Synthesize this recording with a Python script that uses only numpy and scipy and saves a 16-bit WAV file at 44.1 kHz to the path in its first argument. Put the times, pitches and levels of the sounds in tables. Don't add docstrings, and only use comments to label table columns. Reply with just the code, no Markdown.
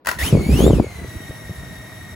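import sys
import numpy as np
from scipy import signal
from scipy.fft import rfft, irfft, next_fast_len
from scipy.io import wavfile
from scipy.ndimage import uniform_filter1d, map_coordinates

SR = 44100
rng = np.random.default_rng(int(sys.argv[2]) if len(sys.argv) > 2 else 0)


def store_wav(level_fs):
    pcm = np.round(np.clip(np.atleast_2d(level_fs), -1, 1) * 32767)
    wavfile.write(sys.argv[1], SR, pcm.T.astype(np.int16))


def convert_level_to_amplitude(level_db):
    exponent = np.asarray(level_db, float) / 20
    return 10 ** exponent


N = 94815
TIME_S = np.arange(N) / SR
HALF = np.array([[.5], [-.5]])


def unit(x):
    return x / np.sqrt(np.mean(x ** 2) + 1e-20)


def along(points, hz):
    f, v = np.transpose(points)
    return np.interp(np.log(hz + 1), np.log(f + 1), v)


def curve(rows, smooth_s):
    s, v = np.transpose(rows)
    return uniform_filter1d(np.interp(TIME_S, s, v), max(1, int(smooth_s * SR)))


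def wobble(rate):
    knots = rng.standard_normal(int(N * rate / SR) + 4)
    return map_coordinates(knots, [np.arange(N) * rate / SR])


def filtered(x, response):
    m = next_fast_len(N + SR // 2)
    return irfft(rfft(x, m) * response(np.fft.rfftfreq(m, 1 / SR)), m)[..., :N]


# f/Hz, correlation/1
ALIKE = [(40, 0.98), (150, 0.9), (700, 0.68), (1300, 0.7), (2200, 0.38), (3300, 0.043), (5500, 0.78)]
# f/Hz, left-right level/dB
LEAN = [(200, -1), (700, 2), (1300, 4), (2200, -3.5), (4000, 9), (5600, 1)]
# f/Hz, phase/rad
TURN = [(100, 0.23), (1500, 0.51), (2500, 0.64), (4000, 0.1)]


def rush(spectrum, patchy_db):
    z = signal.stft(rng.standard_normal((2, N)), nperseg=512)[2]
    field = uniform_filter1d(uniform_filter1d(rng.standard_normal(z.shape[1:]), 5, 0), 8, 1)
    pair = signal.istft(z * convert_level_to_amplitude(patchy_db * unit(field)), nperseg=512)[1][:, :N]

    (low_hz, low_db), (high_hz, high_db) = spectrum[0], spectrum[-1]
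    below = [(1, -120), (low_hz * .6, low_db - 30)]
    closed = below + list(spectrum) + [(high_hz * 1.6, high_db - 40)]

    def spread(hz):
        angle = np.arccos(np.clip(along(ALIKE, hz), -1, 1)) / 2
        return convert_level_to_amplitude(along(closed, hz)) * [np.cos(angle), np.sin(angle)]

    def placed(hz):
        return convert_level_to_amplitude(HALF * along(LEAN, hz)) * np.exp(1j * HALF * along(TURN, hz))

    mid, side = filtered(pair, spread)
    return unit(filtered(np.array([mid + side, mid - side]), placed))


# f/Hz, level/dB per Hz
ROOM = [(30, -27), (70, -12), (300, -1.5), (1000, -13), (1800, -26), (5000, -39)]


def room():
    return convert_level_to_amplitude(-55) * rush(ROOM, patchy_db=1)


# t/s, peak level/dB
SNAPS = [
    (0.048, -27),
    (0.058, -15),
    (0.07, -1),
    (0.079, -14),
    (0.086, -3),
    (0.089, -4),
    (0.099, -17),
    (0.113, -7),
    (0.187, -26),
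]
# f/Hz, width/Hz, level/dB
FRAME = [(600, 153, -2.5), (990, 94, 6), (1437, 170, 6), (1930, 190, 4.5), (2650, 370, -7),
         (4280, 1000, -6), (6050, 1500, -20)]


def snaps():
    crack_t60_s, rattle_t60_s, room_t60_s, rise_s = .016, .15, .6, .0006
    t, drive = np.arange(SR // 5) / SR, np.zeros((2, N))
    crack = convert_level_to_amplitude(-60 * t / crack_t60_s)
    rattle = convert_level_to_amplitude(-17 - 60 * t / rattle_t60_s)
    tail = convert_level_to_amplitude(-25 - 60 * t / room_t60_s) * np.cos(np.pi / 2 * t / t[-1])
    shape = (crack + rattle + tail) * (1 - np.exp(-t / rise_s))
    for s, db in SNAPS:
        noise = rng.standard_normal(len(t)) + 1.04 * rng.standard_normal((2, len(t)))
        start = round(s * SR)
        drive[:, start:start + len(t)] += convert_level_to_amplitude(db + 3) * shape * noise
    top_db = max(row[2] for row in FRAME)

    def arms(f):
        total = convert_level_to_amplitude(-23)
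        for k, (centre, width, db) in enumerate(FRAME):
            ring = 1j * f * width / (centre * centre - f * f + 1j * f * width)
            total = total + (-1) ** k * convert_level_to_amplitude(db - top_db) * ring
        return total

    return filtered(drive, arms) * convert_level_to_amplitude([[1.5], [-1.5]])


# t/s, level/dB
WASH = [(.05, -58), (.08, -33.5), (.17, -37), (.19, -37), (.25, -24), (.318, -21), (.33, -15.5),
        (.385, -20.5), (.43, -21.5), (.5, -20), (.62, -11), (.75, -17), (.8, -22), (.83, -22), (.9, -31.5),
        (1.32, -41), (1.55, -41), (2.15, -47)]
# f/Hz, level/dB per Hz
RUMBLE = [(20, -32), (40, -46), (60, 12.5), (100, -0.5), (160, 5), (380, -1.5), (600, -11.5), (1500, -33.5)]
# f/Hz, level/dB per Hz
SOFT_RUMBLE = [(20, -51), (35, -15.5), (65, 1.5), (110, -5.5), (200, -11.5), (400, -13.5), (700, -34)]
# centre t/s, peak level/dB, f/Hz, half
POPS = [(0.328, -3.5, 298, 0.22), (0.333, -1, 138, 0.5), (0.353, -2, 266, 0.31), (0.357, -8.5, 104, 0.93),
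        (0.364, -7.5, 228, 0.43), (0.369, -15, 53, 0.88), (0.382, -12, 131, 0.5), (0.467, -10.5, 161, 0.31),
        (0.495, -7, 216, 0.69), (0.514, -12, 65, 1), (0.529, -9, 130.5, 0.49), (0.541, -7.5, 112, 0.49),
        (0.55, -8.5, 135, 0.3), (0.558, -13, 262, 0.66), (0.565, -28, 110, 0.21), (0.581, -17.5, 214, 1),
        (0.594, -10.5, 374, 1), (0.607, -3.5, 360, 0.38), (0.607, -9, 153, 0.9), (0.613, -13, 62.6, 1),
        (0.629, -5.5, 184, 0.41), (0.635, -12, 132, 0.29), (0.643, -6.5, 435, 0.41),
        (0.646, -3.5, 226, 0.25), (0.666, -0.5, 384, 1), (0.675, -12.5, 75.5, 1), (0.679, 0.5, 473, 0.45),
        (0.693, -12, 110, 0.18), (0.701, -5.5, 313, 0.14), (0.707, -4.5, 131, 0.42),
        (0.708, -0.5, 382, 0.46), (0.719, -10.5, 90.5, 0.41), (0.733, -2.5, 367, 0.3),
        (0.739, -3.5, 156, 0.44), (0.76, -15, 55, 1), (0.803, -7, 112, 0.55), (0.802, 4.5, 273, 0.43),
        (0.845, -17, 424, 0.67), (0.873, -25, 90, 0.82), (0.964, -29, 92, 0.62), (0.993, -26, 78, 0.6),
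        (1.044, -27, 77.5, 0.35), (1.089, -27.5, 96, 0.68), (1.17, -23, 81, 0.45), (1.254, -27, 132, 0.57),
        (1.303, -22, 93, 0.36), (1.5, -24.5, 111, 0.38), (1.512, -21.5, 132, 0.35),
        (0.34, -18.5, 500, 0.75), (.350, -16, 537, 0.96), (.373, -13.5, 503, 0.88),
         (0.397, -23, 446, 0.69), (.412, -40, 403, 0.46), (.491, -24, 444, 0.68), (.603, -21, 810, 1),
         (.618, -16.5, 580, 0.6), (0.627, -13.5, 510, 1), (.76, -28.5, 600, 0.99), (.787, -14.5, 455, 1),
         (.799, -10.5, 694, .6), (.868, -29.5, 600, .8), (1.047, -28.5, 444, 0.54),
         (1.169, -30.5, 296, 0.45), (1.206, -26.5, 243, 0.37), (1.296, -29.5, 289, 0.67),
         (1.31, -25, 403, 0.3), (1.403, -37, 246, 0.45), (1.495, -26, 350, 0.3), (1.635, -31.5, 205, 0.46),
         (1.686, -44, 397, 0.53), (1.737, -32, 200, 0.61)]


def lumps(rate):
    return convert_level_to_amplitude(1.2 * (wobble(rate) + 0.39 * wobble(3 * rate)))


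def gusts():
    t, out = np.arange(-(SR // 16), SR // 16) / SR, np.zeros((2, N + SR))
    sides = np.array([[1], [-1]])
    events = POPS
    for (s, db, hz, half), (phase, pan) in zip(events, rng.standard_normal((len(events), 2))):
        u = t * hz / half
        cycles = hz * t - .12 * half * u * np.tanh(u / 2)
        wave = np.cos(2 * np.pi * cycles + phase) + convert_level_to_amplitude(-22) * np.sin(4 * np.pi * cycles)
        pan_db = .5 * pan + 1.2 * np.log2(hz / 100)
        pop = convert_level_to_amplitude(min(db, -2) + pan_db * sides) * np.exp(-u * u / 2) * wave
        out[:, round(s * SR) - len(t) // 2:][:, :len(t)] += pop
    return out[:, :N]


def downwash():
    wash_db = curve(WASH, 0.0039)
    hard = .5 + .5 * np.tanh((wash_db + 23) / 1.5)
    strong = unit(lumps(34.8) * rush(RUMBLE, patchy_db=-3.5))
    soft = unit(lumps(25.08) * rush(SOFT_RUMBLE, patchy_db=6.5))
    buffeting = convert_level_to_amplitude(wash_db - .5) * (hard * strong + (1 - hard) * soft)
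    opened = np.clip((TIME_S - .048) / 0.0028, 0, 1)
    return opened * (buffeting + gusts())


# f/Hz, level/dB per Hz
GROWL = [(1200, -32), (1600, -12), (1900, 9), (2200, -6), (2800, -11)]


def growl():
    centre_s, wide_s = .206, .018
    swell = np.exp(-((TIME_S - centre_s) / wide_s) ** 2 / 2)
    return convert_level_to_amplitude(-31.5 + 2 * wobble(120)) * swell * rush(GROWL, patchy_db=1)


# t/s, f/Hz
SPEED = [(.186, 1884), (.218, 1780), (.24, 2490), (.287, 3280), (.33, 2635), (.364, 2287), (.415, 2193),
         (.484, 2310), (.55, 2727), (.626, 3322), (.688, 3847), (.752, 2790), (.838, 2254), (.936, 2096),
         (1.09, 1949), (1.3, 1906), (1.55, 1899), (2.15, 1911)]
COMMUTATION = 21


def running():
    return np.clip((TIME_S - SPEED[0][0]) / 0.00067, 0, 1)


def slowing(speed):
    return -np.gradient(np.log2(speed)) * SR


# t/s, level/dB
EFFORT = [(0.17, -38), (0.18, -36), (0.192, -28), (0.268, -26.5), (0.318, -34), (0.39, -38.5),
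          (0.488, -39.5), (0.538, -33), (0.644, -30.5), (0.738, -38), (0.748, -35.5), (0.804, -44),
          (2.144, -47.5), (2.15, -61)]
# speed ratio/1, level/dB, left-right level/dB, left lag/s
MOTORS = [
    (.9708, 1, -1, .00003),
    (.9838, -2, 5, .00006),
    (1.0026, -2, 1, -.00004),
    (1.018, -5, 3, .00008),
]
ORDER = [7, 8, 15, 18, 21, 24, 25, 42, 63, 84]
ORDER_DB = [-5, -14, -19, -18, -1.5, -13.5, -12, -6, -9, -15]
CHARACTER_DB = [
    [-9, -8, -8, 0, 0, -6, -9, -9, -12, -9],
    [-9, -3, -8, -8, 0, 5, 0, 1, -2, -14],
    [0, 0, -2, -8, 0, -5, -9, -6, 1, 2],
    [-2, -6, -9, -8, 0, -5, -9, -8, -9, -12],
]


def motors():
    effort_db, out = curve(EFFORT, 0.0033), np.zeros((2, N))
    idle_db = np.median(effort_db)
    level = convert_level_to_amplitude(idle_db + .75 * (effort_db - idle_db))
    speed = curve(SPEED, .012)
    catching = np.exp(-np.abs(TIME_S - SPEED[0][0]) / .022)
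    fast = np.log2(np.maximum(speed / speed[-1], 1))
    braking = np.clip(slowing(speed) / 3, 0, 1)
    for (ratio, db, pan_db, lag_s), own in zip(MOTORS, CHARACTER_DB):
        wander = .0005 * wobble(12.8)
        unsteady = .07 * catching * wobble(223.1) + .0035 * (fast + braking) * wobble(25)
        shaft_hz = ratio * speed / COMMUTATION * (1 + wander + unsteady)
        turns = np.cumsum(shaft_hz) / SR + rng.random()
        for k, order_db, own_db in zip(ORDER, ORDER_DB, own):
            gain_db = db + order_db + own_db * np.clip(1 - fast, 0, 1)
            gain_db = gain_db + 1.1 * (2.5 + fast + braking) * wobble(70)
            gain_db = gain_db - 6 * braking - fast * k / COMMUTATION
            if k == COMMUTATION:
                gain_db = gain_db + 3 * catching
            if k == 2 * COMMUTATION:
                gain_db = gain_db + 4 * fast
            if k % COMMUTATION > 0:
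                gain_db = gain_db - 14 * fast
            angle = 2 * np.pi * k * (turns - HALF * lag_s * shaft_hz)
            out += convert_level_to_amplitude(gain_db) * convert_level_to_amplitude(HALF * pan_db) * np.sin(angle)
    return out * level * running()


# f/Hz, level/dB per Hz
HISS = [(300, -5), (700, -6), (2000, -4), (3000, -3.5), (5000, -10), (7500, -10.5), (11000, -6.5),
        (16500, -13.5)]
# f/Hz, level/dB per Hz
BODY = [(100, 23.5), (400, 3.5), (900, 1), (2200, -1), (4000, -37), (6000, -55)]


def propellers():
    effort_db = curve(EFFORT, 0.0013)
    turns = np.cumsum(curve(SPEED, 0.03)) / COMMUTATION / SR
    passes = [np.sin(4 * np.pi * (motor[0] * turns + rng.random())) for motor in MOTORS]
    chop = 1 + .056 * np.mean(passes, axis=0)
    hiss = convert_level_to_amplitude(effort_db - .5 + .8 * wobble(25)) * chop * rush(HISS, patchy_db=1)

    thinning = np.clip(slowing(curve(SPEED, .12)) / 1.5, 0, 1)
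    airy = filtered(hiss, lambda hz: hz > 9200)
    hiss = hiss - (1 - convert_level_to_amplitude(-5.5 * thinning)) * airy

    body_db = -42 + 0.2 * (effort_db - effort_db[-1]) + 0.5 * wobble(25)
    body = convert_level_to_amplitude(body_db) * rush(BODY, patchy_db=1)
    return (hiss + body) * running()


def scene():
    return room() + snaps() + downwash() + growl() + motors() + propellers()


def roll_off(x):
    return signal.sosfilt(signal.butter(12, 16940, fs=SR, output="sos"), x)


# f/Hz, width/Hz, level/dB
PORT = (9200, 240, 15)


def record(dry):
    top_hz, knee, ceiling = 15800, 6, .87
    centre, width, db = PORT

    def high(hz):
        return np.clip((hz - 6100) / 500 + .5, 0, 1) * (hz < top_hz)

    def low(hz):
        return (1 - high(hz)) * (hz < top_hz)

    def ports(hz):
        lag = 2 * np.pi * (hz - 7060) / 4170
        stepped = lag - .43 * np.sin(2 * lag)
        resonance = 1 + convert_level_to_amplitude(db) / (1 + ((hz - centre) / width) ** 2 * 4)
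        return high(hz) * resonance * np.exp(-1j * HALF * stepped)

    x = dry / (1 + np.abs(dry / ceiling) ** knee) ** (1 / knee)
    mix = filtered(x, low) + filtered(x[[0, 0]], ports)
    return roll_off(mix)


dry = scene()
out = record(dry)
store_wav(out)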